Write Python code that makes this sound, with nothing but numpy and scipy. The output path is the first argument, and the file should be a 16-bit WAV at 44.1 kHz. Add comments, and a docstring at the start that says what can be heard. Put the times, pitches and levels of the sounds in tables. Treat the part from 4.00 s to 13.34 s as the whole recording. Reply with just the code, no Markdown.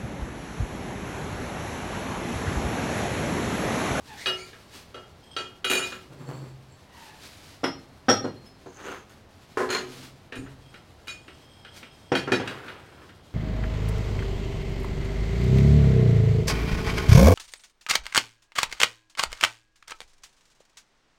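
"""Glazed pottery clinks, squeaks and slides as it is handled in a wood-panelled shop.
A creamer knocks on a plate; a teapot is dragged off the counter and set on a shelf; a display stand is
fetched and clatters down; the plate is carried off, rattling, and shelved. Each blow clacks, rings the
piece and thuds into the wood; slides and swishing clothes are showers of tiny slips.
A bracelet jingles faintly, and the room rings with it all, over a low rush of ventilation."""
import sys
import numpy as np
from scipy import signal
from scipy.fft import rfft, irfft, next_fast_len
from scipy.io import wavfile
from scipy.ndimage import uniform_filter1d

SR = 44100
rng = np.random.default_rng(int(sys.argv[2]) if len(sys.argv) > 2 else 0)


def generate_wav(sig):
    """Save sig (samples, or channels by samples) to the path in sys.argv[1] as 16-bit PCM at SR."""
    pcm = np.round(np.clip(np.atleast_2d(sig).T, -1, 1) * 32767).astype(np.int16)
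    wavfile.write(sys.argv[1], SR, pcm)


N = 411894
T = np.arange(N) / SR
RING_T = T[:SR // 2]


def undb(db):
    """Decibels to gain."""
    return 10 ** (np.asarray(db) / 20)


def at_hz(points, hz):
    """Read a curve of (f/Hz, value) points on a log-frequency axis."""
    f, value = np.transpose(points)
    return np.interp(np.log(np.maximum(hz, 1)), np.log(f), value)


def colour(x, points):
    """EQ a sound with (f/Hz, level/dB) points and bring it to rms 1."""
    size = next_fast_len(len(x))
    eq = undb(at_hz(points, np.fft.rfftfreq(size, 1 / SR)))
    y = irfft(rfft(x, size) * eq, size)[:len(x)]
    return y / y.std()


def decay(t60, t=RING_T):
    """Exponential envelope, 60 dB down after t60 seconds."""
    return np.exp(-np.log(1000) * t / t60)


def attack_level(x, db):
    """Set the rms level of a hit's first 20 ms."""
    return x * undb(db) / np.sqrt(np.mean(x[:SR // 50] ** 2))


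def wander(knots_per_s):
    """Slewed random modulation with a spread near 1."""
    knots = rng.standard_normal(N // 10)
    return np.interp(T * knots_per_s, np.arange(len(knots)), knots)


def impulses(per_s):
    """Clicks of random size at random times."""
    return (rng.random(N) < per_s / SR) * rng.standard_normal(N)


def ring(modes, scatter_db=-1.5, detune=0.0018, split=0.0077, twin_db=-8):
    """Decaying modes: the struck spot sets their strength, and asymmetry gives each a beating twin."""
    out = 0
    for hz, db, t60 in modes:
        polarity, strength, mistune, spacing, twin_polarity = rng.standard_normal(5)
        phase = 2 * np.pi * hz * (1 + detune * mistune) * RING_T
        main = np.sign(polarity) * np.sin(phase)
        twin = undb(twin_db) * np.sign(twin_polarity) * np.sin(phase * (1 + split * spacing))
        out = out + undb(db + scatter_db * strength) * decay(t60) * (main + twin)
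    return out


def burst(spectrum, t60, rise_s=0.00019):
    """Crowded, damped modes: coloured noise that builds during the contact and dies fast."""
    noise = colour(rng.standard_normal(len(RING_T)), spectrum)
    return noise * decay(t60) * (1 - np.exp(-RING_T / rise_s))


def soften(x, hz, low_hz=700):
    """A softer contact pushes for longer and loses treble; a small body radiates little bass."""
    band = [low_hz, np.clip(hz, 1.5 * low_hz, SR / 2.3)]
    return signal.sosfilt(signal.butter(2, band, "bandpass", fs=SR, output="sos"), x)


def strokes(rows, steepness):
    """Envelope of hand strokes: speed ramps up and down, and gain is a power of speed."""
    return sum(undb(db) * np.interp(T, [s - rise, s, s + fall], [0, 1, 0]) ** steepness
               for s, rise, fall, db in rows)


def friction(gain, spectrum, slips_per_s, uneven_db):
    """Tiny slips excite a body; the grip comes and goes."""
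    slips = impulses(slips_per_s) * undb(uneven_db * wander(45))
    return colour(slips, spectrum) * gain


def rattle(spells, modes, touches_per_s=300):
    """Swells of tiny touches ring a few modes; a spell of negative length ends at its cue time."""
    swell = sum(undb(db) * np.sin(np.pi * np.clip((T - s) / length, 0, 1)) for s, length, db in spells)
    touches = impulses(touches_per_s)
    response = ring(modes)
    return signal.oaconvolve(swell * touches / touches.std(), response / np.linalg.norm(response))[:N]


# room tone spectrum: f/Hz, level/dB
AIR_EQ = [(25, -8.5), (90, 5), (190, -2.5), (450, -7.5), (800, -9), (1800, -18), (4300, -26.5), (7500, -45),
          (11000, -57.5), (16000, -42.5)]
def air(level_db=-53):
    """Steady low rush of the shop's ventilation."""
    return colour(rng.standard_normal(N), AIR_EQ) * undb(level_db)


# cloth spectrum: f/Hz, level/dB
CLOTH_EQ = [(80, -31), (250, 5.5), (900, -1.5), (2200, 0.5), (4500, 0), (7000, -6.5), (11000, -11.5),
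            (16000, -19)]
# cloth moves: peak t/s, rise/s, fall/s, level/dB
SWISHES = [(.22, 0.73, 0.86, -50.5), (.755, 0.1, 0.19, -46), (1.85, 0.18, .35, -47.5),
           (2.99, 0.15, 0.25, -53), (3.26, 0.29, 0.21, -53), (3.48, 0.7, 0.32, -55),
           (6.05, 0.99, 0.11, -49.5), (7.765, 0.12, 0.086, -53)]
def clothes(rustle_db=-65.5):
    """Fabric rubs with each move and never quite comes to rest."""
    gain = strokes(SWISHES, steepness=3.48) + undb(rustle_db)
    return friction(gain, CLOTH_EQ, slips_per_s=9000, uneven_db=3.0)


# glaze squeaks, and one shoe creaking on the floor at 2.839 s: t/s, length/s, start f/Hz, end f/Hz, level/dB,
# jitter/share of pitch
SQUEAKS = [(0.075, 0.0935, 919, 768, -47, 0.06), (0.164, 0.094, 1551, 2534, -44, 0.09),
           (0.347, 0.12, 2130, 2406, -46.5, 0.0435), (2.839, 0.4, 1002, 821, -54.5, 0.0826)]
def squeaks(overtone_db=-4.0):
    """Rubbed glaze sticks and slips, and once a shoe creaks on the floor: a rough tone that swells and glides
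    with the speed of the slide."""
    out = np.zeros(N)
    for s, length, first_hz, last_hz, db, jitter in SQUEAKS:
        span = (T > s) & (T < s + length)
        progress = (T[span] - s) / length
        pitch = (first_hz + (last_hz - first_hz) * progress) * (1 + jitter * wander(700)[span])
        phase = 2 * np.pi * np.cumsum(pitch) / SR
        tone = sum(undb(overtone_db * k) * np.sin((k + 1) * phase) for k in range(4))
        out[span] += undb(db) * np.sin(np.pi * progress) * tone
    return out


# action at the shelves: start t/s, end t/s
AT_SHELF = [(3, 5.2), (7.5, 9.4)]
def on_shelf(s):
    """Whether a cue plays at the shelves rather than the counter."""
    return any(start < s < end for start, end in AT_SHELF)


# panel modes: f/Hz, level/dB, t60/s
SHELF_MODES = [(108.4, -15, 0.32), (137.1, -13, 0.36), (262, -1, 0.14), (381.8, -1.5, 0.12),
               (480, -2, 0.12), (772, -8.5, 0.075), (1360, -15, 0.081)]
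COUNTER_MODES = [(129.6, -15.5, 0.65), (259.6, -5.5, 0.37), (367, 3, 0.34), (421, 4.5, 0.13),
                 (495, 0.5, 0.104)]
# knock spectra: f/Hz, level/dB
SHELF_EQ = [(40, -15), (110, -13.5), (280, 5.5), (480, 4), (900, -2.5), (1600, -11.5), (2300, -41),
            (5000, -25), (15000, -47)]
COUNTER_EQ = [(40, -52.5), (180, -33), (350, -4.5), (600, 0.5), (1100, -6), (1700, -4.5), (2800, -24),
              (6000, -23.5), (15000, -26.5)]
def wood(s):
    """The board under a piece thuds: a dull knock plus panel modes that shift with the spot."""
    if on_shelf(s):
        knock = burst(SHELF_EQ, t60=0.075, rise_s=0.0021)
        panel = attack_level(ring(SHELF_MODES, detune=0.019), db=-0.6)
    else:
        knock = burst(COUNTER_EQ, t60=0.33)
        panel = attack_level(ring(COUNTER_MODES, detune=0.019), db=3.7)
    return soften(attack_level(knock, db=0) + panel, hz=7950, low_hz=76.3)


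# contact transient spectrum: f/Hz, level/dB
CLACK_EQ = [(250, 8.5), (900, -12.5), (1400, 9), (2200, 2), (3200, 0.5), (5500, -9.5), (7700, -10.5),
            (10000, -9), (13500, -9.5), (16000, -12)]
def blows(hits, modes, clack_t60, clack_rise_s):
    """Each blow rings the piece, clacks at the contact and thuds into the wood."""
    out = np.zeros(N)
    for s, ring_db, clack_db, wood_db, contact_hz in hits:
        tone = soften(ring(modes), contact_hz)
        clack = soften(burst(CLACK_EQ, clack_t60, clack_rise_s), contact_hz, low_hz=317.0)
        hit = attack_level(tone, ring_db) + attack_level(clack, clack_db)
        hit += attack_level(wood(s), wood_db)
        start = int(s * SR)
        out[start:start + len(hit)] += hit[:N - start]
    return out


# creamer modes: f/Hz, level/dB, t60/s
CREAMER_MODES = [(1333, 4.5, 0.21), (1371, -9, 0.58), (2517, -1, 0.11), (2876, 5.5, 0.17),
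                 (3245, 6.5, 0.097), (3910, 4, 0.046), (4490, 3, 0.075), (5150, -9.5, 0.33),
                 (6000, -6.5, 0.21), (8700, -16, 0.12), (9200, -12, 0.11)]
# clinks: t/s, ring level/dB, clack level/dB, wood level/dB, cut-off f/Hz
CREAMER_HITS = [(.259, -28, -34.5, -39.5, 5080), (.268, -29.5, -35.5, -36, 9050),
                (.944, -47, -50, -44, 4070), (1.365, -31.5, -38.5, -39, 5180),
                (1.644, -30.5, -32.5, -40, 4730), (1.794, -36, -38, -42, 4500)]
def creamer():
    """The small creamer clinks on the plate."""
    return blows(CREAMER_HITS, CREAMER_MODES, clack_t60=0.059, clack_rise_s=0.00067)


# handling ticks: t/s, clack level/dB, cut-off f/Hz
TICKS = [(0.53, -50, 2960), (1.922, -40, 3200), (4.252, -49, 3500), (6.463, -50, 1910), (6.741, -49, 3960),
         (7.280, -49, 3900), (7.649, -48.5, 4460), (7.829, -47, 4000), (8.475, -35.5, 5750),
         (8.681, -42, 3700), (9.09, -53.5, 3850)]
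def ticks(ring_offset_db=-11, wood_offset_db=-9):
    """Crockery shifts in the hands: mostly clack, with a little creamer ring and wood."""
    hits = [(s, db + ring_offset_db, db, db + wood_offset_db, hz) for s, db, hz in TICKS]
    return blows(hits, CREAMER_MODES, clack_t60=0.058, clack_rise_s=0.00046)


# bracelet modes: f/Hz, level/dB, t60/s
BRACELET_MODES = [(3230, 3.5, 0.059), (5130, 4, 0.048), (6000, -9, 0.038), (8240, -4.5, 0.053),
                  (9400, -21, 0.037)]
# jingles: t/s, length/s, level/dB
BRACELET_JINGLES = [(1.19, 0.3, -57), (6.58, 0.25, -64), (7.38, 1.1, -65), (7.87, -0.9, -66), (8.5, 1, -73)]
def bracelet():
    """A bracelet jingles faintly as the hands move."""
    return rattle(BRACELET_JINGLES, BRACELET_MODES, touches_per_s=210)


# plate modes, struck and rattled: f/Hz, level/dB, t60/s
PLATE_MODES = [(1363, -5.5, 0.11), (1785, -0.5, 0.041), (2454.8, 6, 0.25), (2865, 5.5, 0.049),
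               (3200, -1.5, 0.069), (3887, 0.5, 0.087), (4500, -3.5, 0.1), (5280, -11.5, 0.28),
               (6166, -13.5, .17), (6340, -12, 0.22), (6970, -4.5, 0.31), (8490, -7, 0.26),
               (10300, -8.5, 0.21), (11250, -17, 0.21), (13000, -16.5, 0.1)]
PLATE_CHATTER = [(7030, 6.5, 0.104), (8520, 5.5, .07), (10500, -8.5, 0.046), (11400, -12, .05)]
# a firm grip's boost or cut of the modes: f/Hz, level/dB
GRIP_EQ = [(1400, 7), (1850, 4), (2450, -6.5), (2900, 0), (3200, 6.5), (3870, 3.5), (4500, 4.5),
           (8500, -12)]
# clinks: t/s, ring level/dB, clack level/dB, wood level/dB, cut-off f/Hz
PLATE_HITS = [(1.367, -44, -45, -61, 6950), (1.646, -34.5, -41.5, -61, 15100),
              (1.699, -27.5, -31, -32, 15000), (1.713, -27, -30.5, -36, 14000),
              (1.734, -28.5, -41, -41, 15000), (1.751, -27.5, -49.5, -34.5, 13000),
              (1.775, -44, -44, -42, 12000), (1.826, -35.5, -47.5, -51, 6930),
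              (6.322, -59, -40.5, -44, 3930), (6.355, -48.5, -53, -57, 12000),
              (7.072, -51.5, -47.5, -58, 12100), (7.081, -38.5, -45, -73, 6000),
              (8.118, -59, -30.5, -21.5, 2460), (8.152, -29, -30, -33.5, 6980),
              (8.275, -42, -40, -31, 1916), (8.3195, -28.5, -27.5, -21.5, 6000),
              (8.398, -54.5, -38.5, -31.5, 3000)]
# rim rattle: t/s, length/s, level/dB
PLATE_RATTLES = [(6.33, -0.01, -45)]
def plate(grip_t60=0.18):
    """The plate rings freely at the counter and chatters as it lifts; at the shelf, hands choke it."""
    held_modes = [(hz, db + at_hz(GRIP_EQ, hz), min(t60, grip_t60)) for hz, db, t60 in PLATE_MODES]
    clinks = np.zeros(N)
    for hit in PLATE_HITS:
        modes = held_modes if on_shelf(hit[0]) else PLATE_MODES
        clinks += blows([hit], modes, clack_t60=0.12, clack_rise_s=0.00031)
    return clinks + rattle(PLATE_RATTLES, PLATE_CHATTER, touches_per_s=120)


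# drag spectrum: f/Hz, level/dB
DRAG_EQ = [(60, -26), (105, -23.5), (133, 13.5), (175, -12.5), (240, -6), (480, -6.5), (700, -15.5),
           (1050, -15), (1900, -24.5), (4000, -35.5), (15000, -47)]
# pulls: peak t/s, rise/s, fall/s, level/dB
DRAGS = [(2.12, 0.141, 0.076, -49), (2.215, 0.11, 0.02, -44.5), (2.31, 0.13, 0.25, -39)]
def teapot_drag():
    """The teapot slips across the counter with a low groan."""
    return friction(strokes(DRAGS, steepness=1.54), DRAG_EQ, slips_per_s=1200, uneven_db=1.5)


# lid modes, struck and rattled: f/Hz, level/dB, t60/s
LID_MODES = [(5200, -8, 0.14), (9900, -21, 0.082)]
LID_CHATTER = [(4430, 0, 0.047), (7565, 0, 0.012)]
# clinks: t/s, ring level/dB, clack level/dB, wood level/dB, cut-off f/Hz
LID_HITS = [(3.639, -40, -41, -49, 8950), (4.460, -58, -64, -78, 12000)]
# rattles: t/s, length/s, level/dB
LID_RATTLES = [(2.14, 0.41, -64), (2.68, 0.079, -65)]
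def lid():
    """The loose lid jiggles and clinks brightly as the teapot moves."""
    clinks = blows(LID_HITS, LID_MODES, clack_t60=0.056, clack_rise_s=0.0011)
    return clinks + rattle(LID_RATTLES, LID_CHATTER)


# teapot modes: f/Hz, level/dB, t60/s
TEAPOT_MODES = [(1310, 5.5, 0.033), (1816, -11.5, 0.105), (3088, -11, 0.11), (3340, -2, 0.043),
                (4220, -26, 0.91), (5100, -2, 0.038), (5600, 6, 0.094), (5750, -17, 0.052),
                (6820, -18, 0.064), (8800, -15, 0.048)]
# knocks: t/s, ring level/dB, clack level/dB, wood level/dB, cut-off f/Hz
TEAPOT_HITS = [(3.633, -49, -45, -29.5, 2440), (3.640, -35, -31, -27, 4100),
               (4.084, -29.5, -28, -21.5, 2780), (4.090, -27, -28.5, -21, 4500),
               (4.099, -22, -41, -32, 13000), (4.243, -67, -54.5, -28.5, 2520),
               (8.121, -44.5, -60.5, -67, 12000)]
def teapot():
    """The teapot lands on the shelf with a blunt clack and plenty of wood."""
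    return blows(TEAPOT_HITS, TEAPOT_MODES, clack_t60=0.037, clack_rise_s=0.00224)


# stand modes, struck and rattled: f/Hz, level/dB, t60/s
STAND_MODES = [(1039, 2.5, 0.049), (1798, -23, 0.11), (2340, -10, 0.1), (2968.6, -18, 0.1),
               (4220, 5, 0.041), (4810, -6, 0.032), (6510, 2, 0.033), (6990, -4.5, 0.11)]
STAND_CHATTER = [(6330, 0.88, 0.015), (6890, -1, 0.021)]
# clatter: t/s, ring level/dB, clack level/dB, wood level/dB, cut-off f/Hz
STAND_HITS = [(4.66, -65.5, -61, -43, 3970), (5.096, -65, -58, -75, 14000),
              (5.572, -36.5, -35.5, -25.5, 2130), (5.604, -31.5, -49, -31, 1400),
              (5.691, -43, -39, -37, 3520), (5.703, -35, -33.5, -41, 10000), (5.727, -38, -33, -37, 6000),
              (5.749, -31.5, -34, -37, 6700)]
# wire buzz: t/s, length/s, level/dB
STAND_RATTLES = [(4.65, 0.39, -57.5)]
def stand():
    """The display stand's wires buzz as it slides, then it clatters onto the counter."""
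    clatter = blows(STAND_HITS, STAND_MODES, clack_t60=0.17, clack_rise_s=0.00026)
    return clatter + rattle(STAND_RATTLES, STAND_CHATTER)


# scrape spectrum: f/Hz, level/dB
SCRAPE_EQ = [(100, -12.5), (380, 7.5), (700, -0.5), (1450, 3.5), (2100, -4.5), (2800, -6), (5600, -21.5),
             (6700, -24), (8000, -24), (15000, -33)]
# slides: peak t/s, rise/s, fall/s, level/dB
SCRAPES = [(4.865, 0.035, 0.061, -49), (4.92, 0.26, 0.096, -40), (8.45, 0.082, 0.74, -43.5),
           (9.02, 0.136, 0.074, -53)]
def shelf_scrapes():
    """Pieces slide along a shelf with a grainy midrange rasp."""
    return friction(strokes(SCRAPES, steepness=1.85), SCRAPE_EQ, slips_per_s=2400, uneven_db=3.0)


# humming counter modes: f/Hz, level/dB, t60/s
COUNTER_HUM = [(133.5, -1.5, 0.43), (263, 1.5, 0.14), (475, -4.5, 0.12)]
# judders: t/s, length/s, level/dB
JUDDERS = [(5.7, 0.4, -46.5), (6.33, 0.1147, -37)]
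def judder():
    """A piece judders over the counter and sets the board humming."""
    return rattle(JUDDERS, COUNTER_HUM)


def even_out(response, smooth_bins=21, length_s=0.025):
    """A short causal EQ flattens the synthetic reverb's chance peaks and dips, so clinks ring evenly."""
    power = uniform_filter1d(np.abs(rfft(response)) ** 2, smooth_bins)
    cepstrum = irfft(-np.log(power / power.mean()))[:SR // 2]
    cepstrum *= np.exp(-(RING_T / length_s) ** 2)
    cepstrum[0] /= 2
    return irfft(rfft(response) * np.exp(rfft(cepstrum, SR)))


# reverb decay: f/Hz, t60/s
ROOM_DECAY = [(100, 0.926), (300, 0.46), (1000, 0.34), (3000, 0.39), (6000, 0.33), (14000, 0.289)]
def room(x, early_db=0.5, early_t60=0.16, echoes_per_s=1200, late_db=-5.5, gap_s=0.003, build_s=0.0052):
    """Counter and shelves throw back quick echoes; a diffuse tail follows, longest in the bass."""
    t, hz = T[:SR], np.fft.rfftfreq(SR, 1 / SR)
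    echoes = (rng.random(SR) < echoes_per_s / SR) * rng.choice([-1, 1], SR)
    echoes = echoes * decay(early_t60, t) * (t > gap_s)
    hiss, tail = rfft(rng.standard_normal(SR)), 0
    centres_hz, t60s = np.transpose(ROOM_DECAY)
    for share, t60 in zip(np.eye(len(t60s)), t60s):
        band = at_hz(np.column_stack([centres_hz, share]), hz)
        tail = tail + irfft(hiss * band) * decay(t60, t) * (1 - np.exp(-t / build_s))
    early = undb(early_db) * echoes / np.linalg.norm(echoes)
    late = undb(late_db) * tail / np.linalg.norm(tail)
    return signal.oaconvolve(x, even_out((t == 0) + early + late))[:N]


def scene():
    """Mono mix: all the handling goes through the room, over a bed of air."""
    clinks = creamer() + bracelet() + ticks() + plate() + lid() + teapot() + stand()
    rubbing = clothes() + squeaks() + teapot_drag() + shelf_scrapes() + judder()
    return (room(clinks + rubbing) + air())[None]


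def record(dry, top_hz=15900):
    """A steep low-pass trims the top end."""
    return signal.sosfilt(signal.ellip(10, 0.2, 80, top_hz, fs=SR, output="sos"), dry)


dry = scene()
out = record(dry)
generate_wav(out)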